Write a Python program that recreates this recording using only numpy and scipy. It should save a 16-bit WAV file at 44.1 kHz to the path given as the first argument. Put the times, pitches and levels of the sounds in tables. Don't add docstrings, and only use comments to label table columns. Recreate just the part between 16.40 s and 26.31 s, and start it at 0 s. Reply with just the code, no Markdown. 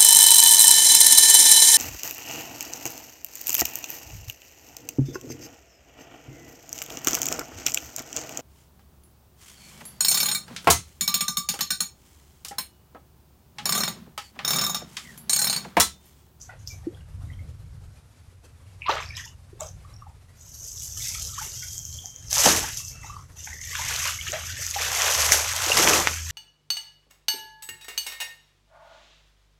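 import sys
import numpy as np
from scipy import signal
from scipy.fft import rfft, irfft, next_fast_len
from scipy.io import wavfile
from scipy.ndimage import uniform_filter1d, minimum_filter1d, map_coordinates

SR = 44100
rng = np.random.default_rng(int(sys.argv[2]) if len(sys.argv) > 2 else 0)


def put_to_file(sound):
    columns = np.atleast_2d(sound).T
    safe = np.clip(columns, -1, 1)
    whole_steps = np.round(safe * 32767)
    wavfile.write(sys.argv[1], SR, whole_steps.astype(np.int16))


N = 437031


def amp(db):
    return 10 ** (np.asarray(db) / 20)


def unit(x):
    return x / np.sqrt(np.mean(x ** 2) + 1e-20)


def curves(*tables):
    knot_s, *columns = np.transpose(np.concatenate(tables))
    return [np.interp(np.arange(N) / SR, knot_s, column) for column in columns]


def wobble(knots_per_s):
    knots = rng.standard_normal(int(N * knots_per_s / SR) + 4)
    return map_coordinates(knots, [np.arange(N) * knots_per_s / SR])


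def coloured(x, spectrum):
    m = next_fast_len(N + 8192)
    hz, db = np.transpose(spectrum)
    bin_hz = np.fft.rfftfreq(m, 1 / SR)
    gain = amp(np.interp(np.log(bin_hz + 1), np.log(hz), db, left=-120, right=-120))
    return unit(irfft(rfft(x, m) * gain, m)[:N])


def noise(spectrum):
    return coloured(rng.standard_normal(N), spectrum)


def pings(start_s, size, hz, cycles, rise, length, swell_cycles=0.26):
    t = np.arange(length) / SR
    turns = hz[:, None] * t
    life = turns / np.reshape(cycles, (-1, 1))
    phase = 2 * np.pi * turns * (1 + np.reshape(rise, (-1, 1)) * np.minimum(life, 2))
    envelope = np.exp(-3 * life) * (1 - np.exp(-turns / swell_cycles))
    wave = size[:, None] * np.sin(phase) * envelope
    at = np.round(start_s * SR).astype(int)[:, None] + np.arange(length)
    return np.bincount(at.ravel(), wave.ravel(), N + length)[:N]


def grains(count, length, hz, octaves, cycles, spike_db, share, spectrum):
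    draw = rng.random((count, 2))
    pitch_hz = np.clip(hz * 2 ** (octaves * rng.standard_normal(count)), 100, 15000)
    strength = amp(-spike_db * np.log(draw[:, 1] + 0.0045))
    burst = pings(draw[:, 0] * N / SR, strength, pitch_hz, cycles, 0.035, length)
    burst = coloured(burst, [(f, 0.34 * db) for f, db in spectrum])
    return np.sqrt(share) * burst + np.sqrt(1 - share) * noise(spectrum)


def bursts(start_s, db, rise_s, t60_s, hold_s=0):
    tick_s = 0.001
    ticks = np.arange(0, N / SR + tick_s, tick_s)
    t = ticks[:, None] - start_s
    fall_s = np.clip(t - rise_s - hold_s, 0, None)
    power = np.clip(t / rise_s, 0, 1) ** 2 * amp(2 * db - 120 * fall_s / t60_s)
    return np.interp(np.arange(N) / SR, ticks, power.sum(axis=1))


# time_s, level_db
RUMBLE_LEVEL = [(0.0, -51), (0.44, -42.5), (1.41, -39.5), (1.57, -50.5), (2.81, -45.5), (3.01, -53),
                (3.2, -42.5), (4.0, -50.5), (4.53, -43), (5.55, -45.5), (5.77, -50), (6.07, -41),
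                (6.46, -44), (7.01, -53), (7.26, -43), (8.72, -46), (9.91, -44)]


def rumble_level():
    return curves(RUMBLE_LEVEL)[0] + 2.4 * wobble(7)


# freq_hz, density_db_per_hz
RUMBLE_SPECTRUM = [(12, -52), (20, -19), (27, -11.5), (61, -2.5), (86, 2), (120, -3.5), (165, -10.5),
                   (189, -21), (200, -17), (260, -49), (440, -120)]


def rumble(level_db):
    return amp(level_db) * noise(RUMBLE_SPECTRUM)


# time_s, pitch_hz, peak_db
ENGINE_NOTE = [(0, 80.6, -76), (4, 80.8, -72), (7, 80.94, -51.5), (9.91, 81.44, -37.5)]


def drone():
    hz, db = curves(ENGINE_NOTE)
    level = amp(db + 3.1 * wobble(3.0))
    return level * np.sin(2 * np.pi * np.cumsum(hz + 3 * wobble(5.1)) / SR)


# freq_hz, density_db_per_hz
HISS_SPECTRUM = [(200, -15.5), (260, -4.5), (460, -3.5), (820, -6), (1400, -7.5), (2900, -12.5),
                 (5200, -13.5), (9300, -15.5), (12700, -19.5), (13500, -28.5), (16000, -39)]


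def hiss(rumble_db):
    level_db = -43 + 0.13 * (rumble_db - rumble_db.mean()) + 1.36 * wobble(40)
    return amp(level_db) * noise(HISS_SPECTRUM)


# time_s, rustle_db, water_db
HANDLING_LEVELS = [
    [(3.93, -71, -87), (3.97, -45.5, -73), (4.22, -37, -76), (4.5, -37, -54), (4.66, -32, -46),
     (4.86, -36, -53), (5.03, -35, -45), (5.47, -37, -59), (5.82, -45, -56), (5.89, -42, -65)],
    [(5.91, -32, -41.5), (5.97, -22, -34.5), (6.05, -18.5, -29), (6.14, -23, -38), (6.25, -34, -38),
     (6.48, -37.5, -53), (6.57, -43, -49), (6.7, -39.5, -45.5), (6.88, -52.5, -73)],
    [(6.95, -52, -69), (6.97, -39.5, -43), (7.07, -39, -48), (7.15, -40, -54), (7.3, -36, -41),
     (7.51, -31, -34), (7.69, -31, -36), (7.79, -36.5, -41.5), (7.9, -36.5, -42.5), (8.06, -37.5, -39.5),
     (8.3, -33.5, -40.5)],
    [(8.34, -32, -36.5), (8.4, -31.5, -33), (8.62, -26, -30), (8.9, -22.5, -29), (9.03, -30.5, -34.5),
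     (9.2, -30.5, -32), (9.31, -25, -28), (9.36, -26.5, -31), (9.42, -20, -26.5), (9.57, -22, -25.5),
     (9.66, -31, -34.5), (9.85, -36.5, -41.5), (9.91, -33, -36.5)],
]


def handling():
    rustle_db, spray_db = curves(*HANDLING_LEVELS)
    match_db = -25.5
    slosh_db = match_db + 1.796 * (spray_db - match_db)
    busy = np.arange(N) / SR > HANDLING_LEVELS[0][0][0]
    return busy * amp(2 * np.array([rustle_db, spray_db, slosh_db]))


# start_s, level_db, t60_s
BRUSH_STROKES = [(.01, -37, 0.31), (.19, -45, 0.49), (0.274, -39, 0.63), (2.488, -37, 0.65), (2.6, -42, 1),
                 (2.764, -37.5, 0.52), (2.85, -38.5, 0.16), (3.201, -36, 0.27), (3.26, -40.5, 0.35),
                 (5.93, -27.5, .3), (6.055, -21, 0.41), (6.37, -29, 0.064), (8.919, -16, 0.32),
                 (9.368, -17, 0.13), (6.918, -38.5, .15)]
# freq_hz, density_db_per_hz
LEAF_SPECTRUM = [(1500, -29.5), (3000, -11), (4100, -14), (6200, 1), (7500, -5.5), (9300, -13),
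                 (12400, -8.5), (14000, -21), (16000, -33.5)]


def rustle(handling_power, clump):
    start_s, db, t60_s = np.transpose(BRUSH_STROKES)
    power = handling_power + bursts(start_s, db, rise_s=0.0021, t60_s=t60_s)
    leaf = grains(count=9000, length=48, hz=6380, octaves=0.42, cycles=2.35, spike_db=3,
                  share=0.35, spectrum=LEAF_SPECTRUM)
    flutter_db = 0.85 * clump + 0.97 * wobble(70) + 1.34 * wobble(220)
    return np.sqrt(power) * amp(flutter_db) * leaf


# start_s, spray_db, slosh_over_spray_db, t60_s
SURFACE_SPLASHES = [(.093, -44, 5, 0.42), (2.462, -32.5, -13, 0.36), (2.491, -27.5, 0, 0.34),
                    (2.56, -35.5, -2, 0.78), (2.77, -38.5, -22, 0.29), (2.855, -54, -8, 0.12),
                    (3.201, -48, 9.5, .4), (4.745, -41, -18, .3), (4.95, -42, -39, 0.91),
                    (5.22, -49, -20, 0.27), (5.925, -36, -3, 0.34), (5.966, -38.5, 8.5, .6),
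                    (6.055, -21, -1.5, 0.53), (6.64, -45.5, -0.5, .6), (7.071, -41.5, -3, 0.37),
                    (7.351, -35, -9, 0.42), (7.487, -32, -18, 0.49), (7.65, -29, -21, 0.28),
                    (7.866, -32, -36, 0.22), (7.927, -33, -5, 0.48), (8.36, -42, -3, .5),
                    (8.596, -28.5, -4.5, 1), (8.916, -30.5, 1.5, 0.64), (9.3, -31, 5, 0.23),
                    (9.367, -23, -4, 0.97), (9.671, -21.5, -1, 0.056)]
# freq_hz, density_db_per_hz
SPRAY_SPECTRUM = [(500, -51), (1100, -7), (1700, -0.5), (3000, 1), (4000, -2.5), (6000, -10.5)]
# freq_hz, density_db_per_hz
SLOSH_SPECTRUM = [(290, -32), (430, -8.5), (600, -4), (900, -3), (1250, -4), (2000, -13)]


def water(spray_power, slosh_power, clump):
    start_s, db, slosh_over_db, t60_s = np.transpose(SURFACE_SPLASHES)
    rise_s = 0.0021
    spray_power = spray_power + bursts(start_s, db, rise_s, t60_s)
    slosh_power = slosh_power + bursts(start_s, db + slosh_over_db, rise_s, t60_s)
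    spray = grains(count=8000, length=300, hz=2210, octaves=0.63, cycles=7.6, spike_db=1.9,
                   share=0.55, spectrum=SPRAY_SPECTRUM)
    slosh = grains(count=1400, length=700, hz=772, octaves=0.56, cycles=3.2, spike_db=2.0,
                   share=0.39, spectrum=SLOSH_SPECTRUM)
    spray = np.sqrt(spray_power) * amp(1.05 * clump + 1.26 * wobble(150)) * spray
    slosh = np.sqrt(slosh_power) * amp(0.51 * clump + 1.1 * wobble(40)) * slosh
    return spray + slosh


def stirring():
    rustle_power, spray_power, slosh_power = handling()
    clump = wobble(35)
    return rustle(rustle_power, clump) + water(spray_power, slosh_power, clump)


# start_s, amplitude_db (before envelope), pitch_hz, life_cycles, rise_ratio
AIR_POCKETS = [(.092, -30, 720, 8.4, 0.04), (.094, -27.5, 1366, 10.5, 0.04), (.096, -34, 1980, 25, 0),
               (.469, -14.5, 318, 7.4, 0.06), (.547, -30, 3300, 14, 0), (.608, -32.5, 2780, 13, 0),
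               (.572, -29, 1430, 8, 0.04), (.901, -29.5, 1920, 17, 0.04), (.934, -33.5, 3100, 23, 0.02),
               (.992, -34.5, 2140, 24, 0), (2.42, -16.5, 2480, 8.9, 0.04), (2.46, -26, 964, 30, 0.06),
               (2.483, -13.5, 1102, 40, 0.17), (2.493, -10, 850, 22.4, 0.12), (2.512, -12, 3650, 10, 0.03),
               (2.569, -17.5, 1260, 14, 0), (2.626, -21, 2400, 13, 0), (2.706, -25, 2276, 18, 0),
               (2.861, -36, 896, 22, 0), (2.753, -23.5, 3880, 15, 0), (2.772, -28.5, 1016, 12, 0),
               (2.777, -20, 3100, 11, 0.07), (2.797, -24.5, 1690, 14, 0.08), (3.13, -29.5, 372, 5.9, 0),
               (3.206, -25.5, 1117, 15, 0.03), (3.215, -24.5, 604, 21, 0.06), (3.45, -29.5, 1115, 8.6, .02),
               (3.622, -26.5, 1130, 10.6, 0.04), (3.54, -30.5, 5500, 29, 0), (3.564, -31.5, 5500, 30, 0.02),
               (3.667, -28.5, 804, 12.6, 0.03), (4.57, -29.5, 1250, 9.9, 0.01), (4.742, -28.5, 2326, 17, 0),
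               (4.754, -29, 1200, 11, 0.08), (4.783, -30.5, 1245, 13, 0.06), (4.889, -36.5, 1250, 19, 0),
               (4.979, -26, 960, 45, .7), (5.012, -29, 860, 32, .01), (5.062, -33, 395, 8.6, 0.01),
               (5.222, -34.5, 1463, 48, 0), (5.231, -26, 2100, 13, 0), (5.588, -23.5, 3160, 22, 0.06),
               (5.643, -29, 658, 8.1, 0.19), (6.059, -7, 757, 12, 0.12), (6.062, -14, 480, 6, 0.03),
               (6.059, -15, 1340, 14, 0), (6.057, -8, 2870, 12, 0), (6.066, -11, 226, 3.3, 0.1),
               (6.239, -20, 854, 13, 0), (6.402, -29.5, 1100, 15, 0), (6.515, -32, 2200, 20, 0),
               (6.553, -32, 1300, 12, 0.04), (6.633, -25.5, 1940, 10.5, 0.02),
               (6.644, -28, 840, 12.4, 0.01), (6.674, -31, 1170, 10, 0.04), (6.697, -25, 1130, 19, 0.04),
               (6.735, -30, 1130, 9.9, 0.07), (6.766, -21.5, 1100, 6.6, 0.01), (6.791, -33, 1065, 19, 0),
               (6.958, -35, 860, 18, 0), (7.073, -25, 1420, 12, 0.03), (7.073, -30.5, 840, 12, 0),
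               (7.074, -27, 2170, 10, 0.03), (7.131, -26.5, 1950, 10, 0), (7.33, -30.5, 1040, 14, 0.1),
               (7.353, -16.5, 1650, 9.1, 0.02), (7.392, -25.5, 914, 34, 0.1), (7.497, -18, 900, 3, 0.05),
               (7.524, -22, 2300, 12, .02), (7.601, -20, 2660, 20, 0), (7.642, -18, 2350, 14, 0.1),
               (7.661, -24.5, 1193, 14, 0.15), (7.68, -16, 2750, 16, 0.06), (7.812, -15, 2990, 10, 0.03),
               (7.885, -15, 2700, 10, 0.07), (7.96, -21, 2000, 10, 0), (8.525, -25, 770, 14, 0.02),
               (9.301, -14, 533, 5.3, 0.1), (9.535, -4.5, 2620, 12, 0), (7.788, -28, 2130, 78, 0.06),
               (7.867, -28.5, 1280, 20, 0), (7.894, -29.5, 368, 6.9, 0), (7.93, -22.5, 602, 36, 0.08),
               (8.1, -29.5, 1510, 34, 0.01), (8.193, -29.5, 600, 7.4, 0), (8.361, -19.5, 794, 29, 0.03),
               (8.416, -14, 2400, 10, 0), (8.751, -13.5, 1023, 7.3, 0), (8.921, -7.5, 2130, 9, 0),
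               (9.318, -4, 2770, 25, 0), (9.372, -7, 2850, 6, .02), (9.472, -9, 920, 8.6, 0.05),
               (9.6726, 6, 1990, 2.4, 0.03), (9.878, -27, 1637, 10, 0)]


def plops():
    start_s, db, hz, cycles, rise = np.transpose(AIR_POCKETS)
    swell_cycles = np.clip(0.09 * cycles, 0.3, 1.5)[:, None]
    return pings(start_s, amp(db), hz, np.maximum(cycles, 1), rise, 2560, swell_cycles)


# start_s, amplitude_db (before envelope), pitch_hz, knock_over_crack_db
BREAKS = [(0.2747, -15, 5220, -44), (2.5141, -16.5, 4220, -3), (2.633, -23, 5150, -20),
          (2.848, -24.5, 5200, -20), (2.769, -19.5, 5200, -11), (3.2076, -12.5, 7230, -18),
          (3.2884, -21.5, 6240, -27), (4.3989, -19.5, 6210, -17), (4.665, -19, 6140, -20),
          (5.1462, -26, 5360, -33), (5.224, -19, 5170, -11), (5.38, -13, 6660, -24),
          (5.391, -16, 6800, -25), (5.4526, -14, 6400, -30), (5.658, -13.5, 6250, -14),
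          (5.7617, -17.5, 6400, -11), (5.909, -13.5, 6020, -22), (5.9297, -2, 6100, -24),
          (5.982, -2, 6200, -27), (5.884, -21, 5500, -6), (6.373, -11.5, 6100, -37),
          (6.392, -41, 5493, -20), (7.488, -17, 6200, -2), (7.499, -24, 6200, 1), (7.54, -14, 6300, -14),
          (7.655, -12, 6300, -5), (7.881, -14, 6700, -12), (7.9201, -10.5, 6550, -26),
          (8.2283, -17.5, 6170, -2), (8.2662, -9, 6400, -19), (8.311, -11, 6460, -21),
          (8.4206, -12, 5400, -20.5), (8.518, -11, 6230, -10), (8.62, -3, 6000, -15),
          (8.7504, -5, 6260, -4.5), (8.806, -4, 5970, -17), (8.921, 7, 6140, -4.5),
          (9.1357, -12, 6220, -11), (9.264, -6.5, 6480, -23), (9.371, -2.5, 5030, -18),
          (9.3754, -8, 5500, 4), (9.4445, -3, 6060, -5), (9.4752, -5, 6000, 8.5), (9.495, 0, 6100, -7),
          (9.6728, -6.5, 6240, -22), (9.741, -17, 5990, -15)]


def snaps():
    start_s, db, hz, knock_db = np.transpose(BREAKS)
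    scatter = rng.standard_normal((len(start_s), 2))
    edge_hz = 11500 * 2 ** (0.12 * scatter[:, 0])
    knock_hz = 2300 * 2 ** (0.24 * scatter[:, 1])
    crack = pings(start_s, amp(db), hz, cycles=9.6, rise=0, length=256)
    edge = pings(start_s, amp(db - 7.5), edge_hz, cycles=5, rise=0, length=256)
    knock = pings(start_s, amp(db + knock_db), knock_hz, cycles=2.9, rise=0, length=256)
    return crack + edge + knock


# start_s, length_s, pitch_hz, glide_hz_per_s, rms_db (before throb)
WHISTLE_NOTES = [(0.297, 0.088, 2340, -500, -49), (5.16, 0.74, 3200, -82.5, -50.5),
                 (6.331, 0.425, 2686, -100, -53)]


def whistles():
    rise_s, fall_s = 0.0088, 0.036
    t, out = np.arange(N) / SR, 0
    throb = np.sqrt(2) * amp(2.8 * wobble(45))
    waver_turns = 20 * np.cumsum(wobble(200)) / SR
    for start_s, length_s, hz, glide, db in WHISTLE_NOTES:
        age = t - start_s
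        gate = np.clip(age / rise_s, 0, 1) * np.clip((start_s + length_s - t) / fall_s, 0, 1)
        turns = hz * age + glide * age ** 2 / 2 + waver_turns
        out = out + gate * amp(db) * np.sin(2 * np.pi * turns)
    return throb * out


# start_s, length_s, pitch_hz, amplitude_db (before scatter)
STREAMS = [(2.424, 0.042, 2490, -37.5), (2.7, .09, 2350, -41), (2.71, .15, 1730, -38),
           (2.76, .12, 3100, -40), (2.65, .12, 5270, -35.5), (3.194, .06, 2420, -43),
           (3.194, .09, 3500, -41.5), (4.6, .17, 2130, -38), (4.89, .08, 1203, -43.5),
           (6.55, .3, 1176, -40), (7.075, .26, 1910, -33), (8.06, .19, 1870, -39), (4.6, .12, 3230, -41),
           (4.96, .15, 2900, -38.5)]


def trickles(count=24):
    start_s, length_s, hz, db = np.repeat(STREAMS, count, axis=0).T
    total = len(start_s)
    when = (np.arange(total) % count + rng.random(total)) / count
    chance = rng.standard_normal((2, total))
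    bubble_hz = hz * 2 ** (0.11 * chance[1])
    return pings(start_s + when * length_s, amp(db + 3.6 * chance[0]), bubble_hz,
                 cycles=16.7, rise=0.049, length=1024)


# loudest_s, level_db, swell_s, hold_s
LANDINGS = [(6.059, -26, 0.017, 0.022), (9.384, -31, 0.057, 0.16)]
# freq_hz, density_db_per_hz
BOOM_SPECTRUM = [(90, -27), (140, -8.5), (220, -8.5), (330, -4), (450, -6.5), (700, -33)]


def thuds():
    loudest_s, db, swell_s, hold_s = np.transpose(LANDINGS)
    power = bursts(loudest_s - swell_s, db, swell_s, t60_s=0.49, hold_s=hold_s)
    return np.sqrt(power) * amp(0.81 * wobble(25)) * noise(BOOM_SPECTRUM)


def banks_echo(near):
    t = np.arange(SR // 8) / SR
    banks = rng.standard_normal(len(t)) * amp(-60 * t / 0.19)
    return signal.fftconvolve(np.pad(near, (200, 0)), banks / np.linalg.norm(banks))[:N]


def scene():
    rumble_db = rumble_level()
    distance = rumble(rumble_db) + drone() + hiss(rumble_db)
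    near = stirring() + plops() + snaps() + whistles() + trickles() + thuds()
    return (near + amp(-13.5) * banks_echo(near) + distance)[None]


def suppress(x, margin_db, soft_db, depth_db, release_db_per_frame, low_hz):
    hz, _, z = signal.stft(x, SR, nperseg=512, noverlap=320)
    power = uniform_filter1d(np.abs(z) ** 2, size=2, axis=0)
    power = uniform_filter1d(power, size=3, axis=1)
    level_db = 10 * np.log10(np.abs(power) + 1e-20)
    ranked_db = np.sort(level_db[:, ::4], axis=1)
    quiet_db = uniform_filter1d(ranked_db[:, z.shape[1] // 24], size=5)
    excess = (level_db - quiet_db[:, None] - margin_db) / soft_db
    cut_db = depth_db / (1 + np.exp(np.clip(excess, -30, 30)))
    cut_db = minimum_filter1d(cut_db, size=11, axis=1, origin=4)
    ramp_db = release_db_per_frame * np.arange(z.shape[1])
    cut_db = np.minimum.accumulate(cut_db - ramp_db, axis=1) + ramp_db
    cut_db[hz < low_hz] = 0
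    return signal.istft(z * amp(-cut_db), SR, nperseg=512, noverlap=320)[1][:N]


def record(dry):
    x = suppress(dry[0], margin_db=10.5, soft_db=2.5, depth_db=20.0, release_db_per_frame=1.3, low_hz=190)
    x = x / (1 + np.abs(x) ** 8) ** (1 / 8)
    top_hz = 15850
    m = next_fast_len(N + 8192)
    return irfft(rfft(x, m) * (np.fft.rfftfreq(m, 1 / SR) < top_hz), m)[None, :N]


dry = scene()
out = record(dry)
put_to_file(out)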